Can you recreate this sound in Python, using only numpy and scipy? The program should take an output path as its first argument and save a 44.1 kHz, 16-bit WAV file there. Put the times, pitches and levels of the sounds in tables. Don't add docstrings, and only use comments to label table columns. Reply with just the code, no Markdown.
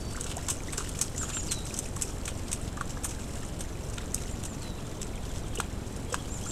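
import sys
import numpy as np
from scipy import signal
from scipy.io import wavfile
from scipy.ndimage import uniform_filter1d

SR = 44100
rng = np.random.default_rng(int(sys.argv[2]) if len(sys.argv) > 2 else 0)


def unload_audio(sound):
    columns = np.transpose(np.atleast_2d(sound))
    steps = np.round(np.clip(columns, -1, 1) * 32767)
    wavfile.write(sys.argv[1], SR, steps.astype(np.int16))


N = 287091
TIME = np.arange(N) / SR
LEAD = 256

# (frequency [Hz], relative level [dB per Hz])
FLOOR_COLOUR = [(8, 0), (25, -0.5), (90, -3.5), (200, -7.5), (450, -14), (700, -18.5), (1400, -27),
                (2000, -30.5), (3200, -33), (4800, -38), (7700, -40), (9500, -38.5), (13400, -45),
                (14500, -58)]
# (frequency [Hz], level [dB])
WHINE = [(4017, -69), (7154, -68), (7430, -66)]

# (share of the note [0-1], pitch [Hz], relative level [dB])
SEE = [(0, 6950, -13), (.22, 7050, -2), (.42, 7550, 0), (.62, 7350, 0), (.85, 6850, -1), (1, 6450, -8)]
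SLUR = [(0, 6600, -14), (.06, 5000, -4), (.15, 4300, 0), (.3, 4050, 0), (.6, 3930, -4), (1, 3780, -13)]
# (share [0-1], pitch [Hz], relative level [dB])
SEE_UPPER = [(0, 7600, -1), (.3, 8400, -5), (.7, 9000, -5), (1, 9100, -5)]
# (share of the note [0-1], pitch [Hz], relative level [dB])
LOW_SLUR = [(0, 4600, -4), (.2, 4080, 0), (.55, 3930, -1), (1, 3790, -9)]
WHISTLE = [(0, 4630, -4), (.25, 4560, 0), (.55, 4540, -2), (1, 4570, -9)]
TRILL = [(0, 3750, 1), (.35, 3500, -5), (.7, 3200, 0), (1, 2930, -12)]
FLOURISH = [(0, 3130, -3), (.45, 3410, 0), (1, 3200, 2)]
# (time [s], length [s], level before the note's own shape [dB], note [table above])
BIRDS = [(0, 0.19, -54.5, WHISTLE), (1.163, 0.084, -37, SEE), (1.321, 0.093, -35.5, SEE),
         (1.477, 0.16, -43, SLUR), (4.278, 0.077, -51, SEE), (4.44, 0.11, -51, SEE),
         (4.609, .15, -51.5, LOW_SLUR), (6.077, 0.041, -55, FLOURISH), (6.177, .033, -53, FLOURISH),
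         (6.291, 0.088, -43, SEE), (6.426, 0.034, -53, FLOURISH), (6.456, .086, -40, SEE)]

# (time [s], stirring level [dB])
STIR_DRIFT = [(0.0, -50), (0.43, -48), (0.98, -48), (1.4, -47), (1.83, -50), (4.02, -52.5), (4.11, -51.5),
              (5.66, -53.5), (6.36, -51), (6.51, -47)]
# (time of the peak [s], added fizz stirring [dB], added squelch stirring [dB])
WEIGHT_SHIFTS = [(.29, -55, -54), (.82, -52, -52), (1.33, -53, -53), (1.72, -44.5, -55), (3.24, -49.5, -60),
                 (3.37, -49.5, -58), (3.93, -50, -60), (4.23, -48, -56), (5.34, -50, -58.5),
                 (6.5, -46, -56)]
# (frequency [Hz], relative level [dB])
FIZZ_COLOUR = [(2530, -22), (4300, -18), (4770, -47), (5100, 4), (6420, 3.5), (8050, 7), (8600, 3),
               (9650, -1.5), (11300, -4.5), (13400, -11), (14500, -22), (16000, -48)]
# (frequency [Hz], relative level [dB])
SQUELCH_COLOUR = [(500, -23), (900, -4), (1400, 5.5), (2000, -11.5), (2800, 4.5), (4000, 2), (5200, 2),
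                  (7000, -31)]

# (time [s], length of the tear [s], starting pitch [Hz], level over 5 ms [dB])
POPS = [(.1746, 0.0046, 1320, -37.5), (.4863, 0.0023, 1080, -36.5), (.781, 0.0023, 1300, -35),
        (.804, 0.0073, 1290, -36), (1.232, 0.0041, 1280, -35.5), (1.369, 0.0029, 1320, -37),
        (1.965, 0.002, 1100, -37.5), (2.7742, 0.0027, 1270, -35.5), (2.8106, 0.0013, 1390, -30),
        (2.972, 0.0013, 1330, -40), (3.053, .0015, 1160, -37.5), (5.6005, 0.00044, 1370, -26),
        (6.1421, 0.0016, 1370, -25.5)]
# (multiple of its pitch [ratio], relative level [dB], time to fall 60 dB [s])
POCKET_MODES = [(.82, -13, 0.018), (1, 14.5, 0.008), (1.16, 5, 0.012)]
# (lowest frequency [Hz], highest frequency [Hz])
POP_BAND = (796, 1830)
# (time [s], length [s], first pitch [Hz], last pitch [Hz], level over 5 ms [dB])
GULPS = [(.147, .013, 1330, 2100, -40.5), (.249, .016, 467, 517, -38.5), (.368, 0.022, 622, 1134, -32.5),
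         (.683, .02, 1870, 2520, -39.5), (0.779, 0.043, 400, 433, -34.5),
         (2.811, 0.0087, 1150, 1080, -31.5), (5.574, .009, 2800, 3050, -35.5),
         (5.584, 0.018, 440, 456, -31.5), (5.602, 0.005, 700, 850, -37.5), (6.123, 0.017, 474, 530, -29.5),
         (6.142, .006, 650, 800, -39.5), (6.143, 0.011, 1240, 1210, -40)]

# (time [s], length of the tear [s], brightness guide [Hz],
# treble level [dB], middle level [dB], lips part this much earlier [s], treble level of the parting lips [dB])
SMACKS = [(0.2109, 0.00063, 6940, -30, -51, .047, -39), (.266, 0.0054, 7500, -38, -38.5, 0.024, -35),
          (.316, 0.0048, 7600, -39, -36.5, .015, -43), (.369, .0013, 7800, -34, -51, 0.0089, -55),
          (.486, .004, 6700, -27, -35.5, .02, -42), (.503, 0.0065, 7740, -23, -34.5, 0.0052, -33),
          (.733, 0.0043, 7950, -33, -37, 0.0069, -36), (.78, 0.0038, 6500, -27, -37.5, 0.0052, -40),
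          (.8, .014, 7400, -37, -41, 0.0066, -40), (.893, 0.0033, 8700, -36, -48, .006, -49),
          (1.0141, 0.0046, 7400, -19.5, -34, .024, -32), (1.1806, 0.00089, 7340, -32, -46, 0.019, -41),
          (1.23, 0.0063, 7200, -34, -44, .01, -40), (1.299, 0.011, 7600, -42, -40, 0.0064, -36),
          (1.334, 0.0082, 7300, -41, -38, .004, -46), (1.37, 0.0042, 7350, -40, -34.5, .008, -44),
          (1.518, .007, 7600, -24, -32.5, .006, -30), (1.7424, 0.0012, 6360, -32.5, -54, 0.021, -50),
          (1.7901, .0025, 8050, -25.5, -43, .015, -35), (1.966, .0014, 7700, -36.5, -55, .003, -42),
          (2.022, 0.0042, 7600, -22.5, -38.5, 0.0096, -34),
          (2.2797, 0.0042, 8200, -31.5, -32.5, 0.024, -33), (2.5301, 0.0034, 7740, -25, -36, 0.013, -31),
          (2.8112, .0012, 7350, -39, -44.5, .04, -42), (2.906, 0.0058, 6500, -38.5, -54, 0.01, -40),
          (3.0453, 0.0081, 8900, -25.5, -37, 0.0089, -37), (3.109, 0.0079, 7000, -37.5, -44, 0.016, -38),
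          (3.608, 0.0056, 8200, -33, -40, 0.013, -42), (3.983, 0.0013, 6400, -38, -34.5, 0.048, -42),
          (4.146, .0004, 7850, -23, -44, 0.0045, -52), (4.4378, .0015, 7800, -38, -43, 0.0065, -45),
          (4.454, 0.0051, 7800, -33.5, -44, 0.0039, -41), (5.0304, 0.00069, 7500, -35, -44, 0.014, -33.5),
          (5.5562, 0.0027, 7700, -35.5, -45, 0.0043, -44), (5.603, 0.0016, 7800, -29.5, -33, 0.017, -37),
          (6.1443, 0.0012, 7340, -30.5, -34, .0175, -32.5)]
# (frequency [Hz], relative level [dB])
SNAP_TREBLE = [(3500, -54), (4900, -13), (5900, -3), (6900, -2.5), (7400, -2), (8400, 2.5), (9200, -10),
               (11000, -12), (13400, -22.5), (14200, -31), (16000, -34)]
# (frequency [Hz], relative level [dB])
SNAP_MIDDLE = [(300, -27.5), (1400, 3), (2000, -7.5), (2700, 3), (3900, 0), (4800, -8.5), (6500, -31)]

STIR_USUAL_DB = -50


def amp(db):
    return 10 ** (np.asarray(db) / 20)


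def evened(x):
    return x / np.sqrt(np.mean(x ** 2) + 1e-20)


def burst(x, db):
    return amp(db) * x * np.sqrt(.005 * SR / (np.sum(x ** 2) + 1e-20))


def add(mix, s, sound):
    part = mix[max(round(s * SR), 0):][:len(sound)]
    part += sound[:len(part)]


def colour(x, points, shift=1, size=8192):
    hz, db = np.transpose(points)
    f = abs(np.fft.fftfreq(size, 1 / SR))
    log_gain = np.log(amp(np.interp(np.log(f + 1), np.log(hz * shift), db)))
    taps = np.fft.ifft(np.exp(np.conj(signal.hilbert(log_gain)))).real[:size // 2]
    return signal.fftconvolve(x, taps)[:len(x)]


def wander(count, span):
    once = uniform_filter1d(rng.standard_normal(count), int(span))
    return evened(uniform_filter1d(once, int(span)))


def crackle(count, per_s, spread_db):
    size = amp(spread_db * np.minimum(rng.exponential(1, count), 4))
    sign = rng.choice([-1, 1], count)
    return size * sign * (rng.random(count) < per_s / SR)


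def bubble(length, first_hz, last_hz, fade_db=17):
    u = np.linspace(0, 1, int(length * SR))
    pitch = first_hz + (last_hz - first_hz) * u ** 1.3
    level = amp(-fade_db * u) * signal.windows.tukey(len(u), .2)
    return level * np.sin(2 * np.pi * np.cumsum(pitch) / SR)


def tear(length, per_s, first, build_s=0.0017, build_level=0.7, count=1500):
    t = (np.arange(count) - LEAD) / SR
    dying = np.exp(-abs(t) / (1.8 * length))
    swelling = build_level * np.exp(-abs(t) / build_s)
    run = crackle(count, per_s, spread_db=1.5) * np.where(t < 0, swelling, dying)
    run /= np.linalg.norm(run) + 1e-9
    run[LEAD] += first * np.exp(-length / 0.0007)
    return run


def snap(length, hz, high_db, mid_db, centre_hz=7600):
    brightness = (hz / centre_hz) ** 0.46
    treble = colour(tear(length, per_s=6700, first=2.5), SNAP_TREBLE, brightness, size=1024)
    middle = colour(tear(length, per_s=3000, first=0.8), SNAP_MIDDLE, rng.uniform(0.96, 0.99), size=1024)
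    return burst(treble, high_db) + burst(middle, mid_db)


def floor_noise():
    return amp(-37.5) * evened(colour(rng.standard_normal(N), FLOOR_COLOUR))


def camera():
    gulps_per_s, first_s, width_s = 22.25, .0226, 0.00525
    since = (TIME - first_s) % (1 / gulps_per_s)
    sag = -1. * (since < width_s)
    sag = signal.lfilter(*signal.butter(1, 42, "high", fs=SR), sag)
    sag = signal.lfilter(*signal.butter(1, 150, fs=SR), sag)
    whine = np.zeros(N)
    for hz, db in WHINE:
        phase = 2 * np.pi * hz * TIME + 2 * wander(N, 1200)
        whine += amp(db) * np.sqrt(2) * np.sin(phase)
    return amp(-27.5) * sag + whine


def forest(x, t60, gap=0.0046):
    t = np.arange(SR // 2) / SR
    taps = crackle(len(t), per_s=2500, spread_db=2.5) * amp(-60 * t / t60) * (t > gap)
    return signal.fftconvolve(x, taps / np.linalg.norm(taps))[:N]


def chirp(length, db, note):
    share, hz, shape_db = np.transpose(note)
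    u = np.linspace(0, 1, int(length * SR))
    pitch = np.interp(u, share, hz) * (1 + .008 * wander(len(u), span=40))
    waver_db = 1.4 * wander(len(u), span=200)
    level = amp(db + np.interp(u, share, shape_db) + waver_db) * signal.windows.tukey(len(u), .1)
    return level * np.sqrt(2) * np.sin(2 * np.pi * np.cumsum(pitch) / SR)


def birds():
    out = np.zeros(N)
    for s, length, db, note in BIRDS:
        add(out, s, chirp(length, db, note))
        if note == SEE:
            add(out, s + 0.25 * length, chirp(0.54 * length, db - 8, SEE_UPPER))
    trill_start_s, trill_step_s, trill_db = 4.778, .0735, -53
    loudness_db = np.linspace(-4, 0, 12) + rng.uniform(-2.5, 2.5, 12)
    for k, loud_db in enumerate(loudness_db):
        note_s = rng.uniform(.024, .042)
        add(out, trill_start_s + k * trill_step_s, chirp(note_s, trill_db + loud_db, TRILL))
    return out


def stirring():
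    squelch_usual_db, squelch_follows = -55, 0.33
    shift_s = 0.085
    spray_db, spray_s = -22, 0.03
    drift = np.interp(TIME, *np.transpose(STIR_DRIFT))
    fine = amp(drift) ** 2
    coarse = amp(squelch_usual_db + squelch_follows * (drift - STIR_USUAL_DB)) ** 2
    for s, fizz_db, squelch_db in WEIGHT_SHIFTS:
        swell = np.exp(-((TIME - s) / shift_s) ** 2)
        fine = fine + amp(fizz_db) ** 2 * swell
        coarse = coarse + amp(squelch_db) ** 2 * swell
    for s, _, _, high_db, mid_db, *_ in SMACKS:
        spray = np.exp(-abs(TIME - s) / spray_s) * (TIME > s)
        fine = fine + amp(high_db + spray_db) ** 2 * spray
        coarse = coarse + amp(mid_db + spray_db) ** 2 * spray
    return 10 * np.log10(fine), 10 * np.log10(coarse)


def froth(low_hz, high_hz, per_s, cycles, rise, spread_db=3):
    out = np.zeros(N)
    for when, size, loud in rng.random((round(per_s * N / SR), 3)):
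        hz = low_hz * (high_hz / low_hz) ** size
        db = -spread_db * np.log(loud + .03)
        add(out, when * N / SR, burst(bubble(cycles / hz, hz, hz * rise), db))
    return evened(out)


def quiet_at_rest(stir_db, rest_db=-55):
    level = amp(stir_db)
    return level / np.sqrt(1 + (amp(rest_db) / level) ** 4)


def mud(fine_db, coarse_db):
    clumps = amp(3.5 * wander(N, span=260))
    swells = amp(1.5 * wander(N, span=1400))
    fizz = evened(colour(crackle(N, per_s=8400, spread_db=0.5) * clumps, FIZZ_COLOUR))
    fizz += .75 * froth(5400, 8800, per_s=130, cycles=20, rise=1.08, spread_db=3.5)
    grit = crackle(N, per_s=1100, spread_db=3.5)
    squelch = evened(colour(grit * clumps, SQUELCH_COLOUR))
    squelch += .8 * froth(1000, 3600, per_s=110, cycles=12, rise=1.2)
    fine = amp(-3.5) * fizz * quiet_at_rest(fine_db)
    coarse = squelch * quiet_at_rest(coarse_db)
    return (fine + coarse) * swells


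def drips(stir_db):
    low_hz, high_hz, cycles, rise = 1180, 3120, 11, 1.14
    loudest_db, spread_db = -45, 6
    out, count = np.zeros(N), round(6 * N / SR)
    for k, (when, size, tone) in enumerate(rng.random((count, 3))):
        at = int((k + when) / count * N)
        hz = low_hz * (high_hz / low_hz) ** tone
        db = loudest_db + stir_db[at] - STIR_USUAL_DB - spread_db * size
        add(out, at / SR, burst(bubble(cycles / hz, hz, hz * rise), db))
    return out


def ticks(stir_db):
    low_hz, high_hz = 4500, 9000
    treble_db, middle_db = 9, 6.5
    sides_db = -16
    out, count = np.zeros(N), round(13 * N / SR)
    for k, (when, size, long, tone) in enumerate(rng.random((count, 4))):
        at = int((k + when) / count * N)
        hz = low_hz * (high_hz / low_hz) ** tone
        db = stir_db[at] + np.log(size + .14)
        tick = snap(0.00069 * (.5 + 2 * long), 7800, db + treble_db, db + middle_db)
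        pitch_filter = [(hz / 2, sides_db), (hz, 0), (hz * 2, sides_db)]
        add(out, at / SR, colour(tick, pitch_filter, size=1024))
    return out


def gulps():
    out = np.zeros(N)
    for s, length, first_hz, last_hz, db in GULPS:
        add(out, s, burst(bubble(length, first_hz, last_hz), db))
    return out


def pops():
    out, t = np.zeros(N), np.arange(1500) / SR
    soft_walls = signal.butter(4, POP_BAND, "band", fs=SR, output="sos")
    for s, length, hz, db in POPS:
        turns = hz * (t + t ** 2)
        ring = np.zeros(len(t))
        for multiple, mode_db, t60 in POCKET_MODES:
            ring += amp(mode_db - 60 * t / t60) * np.sin(2 * np.pi * multiple * turns)
        pop = np.convolve(tear(length, per_s=2200, first=5.6, build_level=1.0), ring)
        pop = signal.sosfilt(soft_walls, pop)
        add(out, s - LEAD / SR, burst(pop, db))
    return out


def smacks():
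    part_s, part_dull_db, part_bright = 0.0028, -10, 0.92
    longest_snap_s = 0.00087
    run_delay_s, run_half_s = .0028, 0.0058
    out = np.zeros(N)
    for s, length, hz, high_db, mid_db, early, part_db in SMACKS:
        start = s - LEAD / SR
        run_share = length ** 2 / (length ** 2 + run_half_s ** 2)
        parting = snap(part_s, hz * part_bright, part_db, part_db + part_dull_db)
        first_snap = snap(min(length, longest_snap_s), hz, high_db, mid_db)
        run = snap(length, hz, high_db, mid_db)
        add(out, start - early, parting)
        add(out, start, np.sqrt(1 - run_share) * first_snap)
        add(out, start + run_delay_s, np.sqrt(run_share) * run)
    return out


def scene():
    fine_db, coarse_db = stirring()
    song = birds()
    trees = song + amp(-7) * forest(song, t60=.6)
    wet = mud(fine_db, coarse_db) + drips(fine_db) + ticks(fine_db) + gulps() + pops() + smacks()
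    ground_echo = amp(-13) * forest(wet, t60=.05)
    tree_echo = amp(-21) * forest(wet, t60=.35, gap=.015)
    boar = wet + ground_echo + tree_echo
    return (floor_noise() + camera() + trees + boar)[None]


def record(dry):
    low_pass = signal.firwin(255, 15900, window=("kaiser", 9), fs=SR)
    return signal.oaconvolve(dry, low_pass[None], "same")


dry = scene()
out = record(dry)
unload_audio(out)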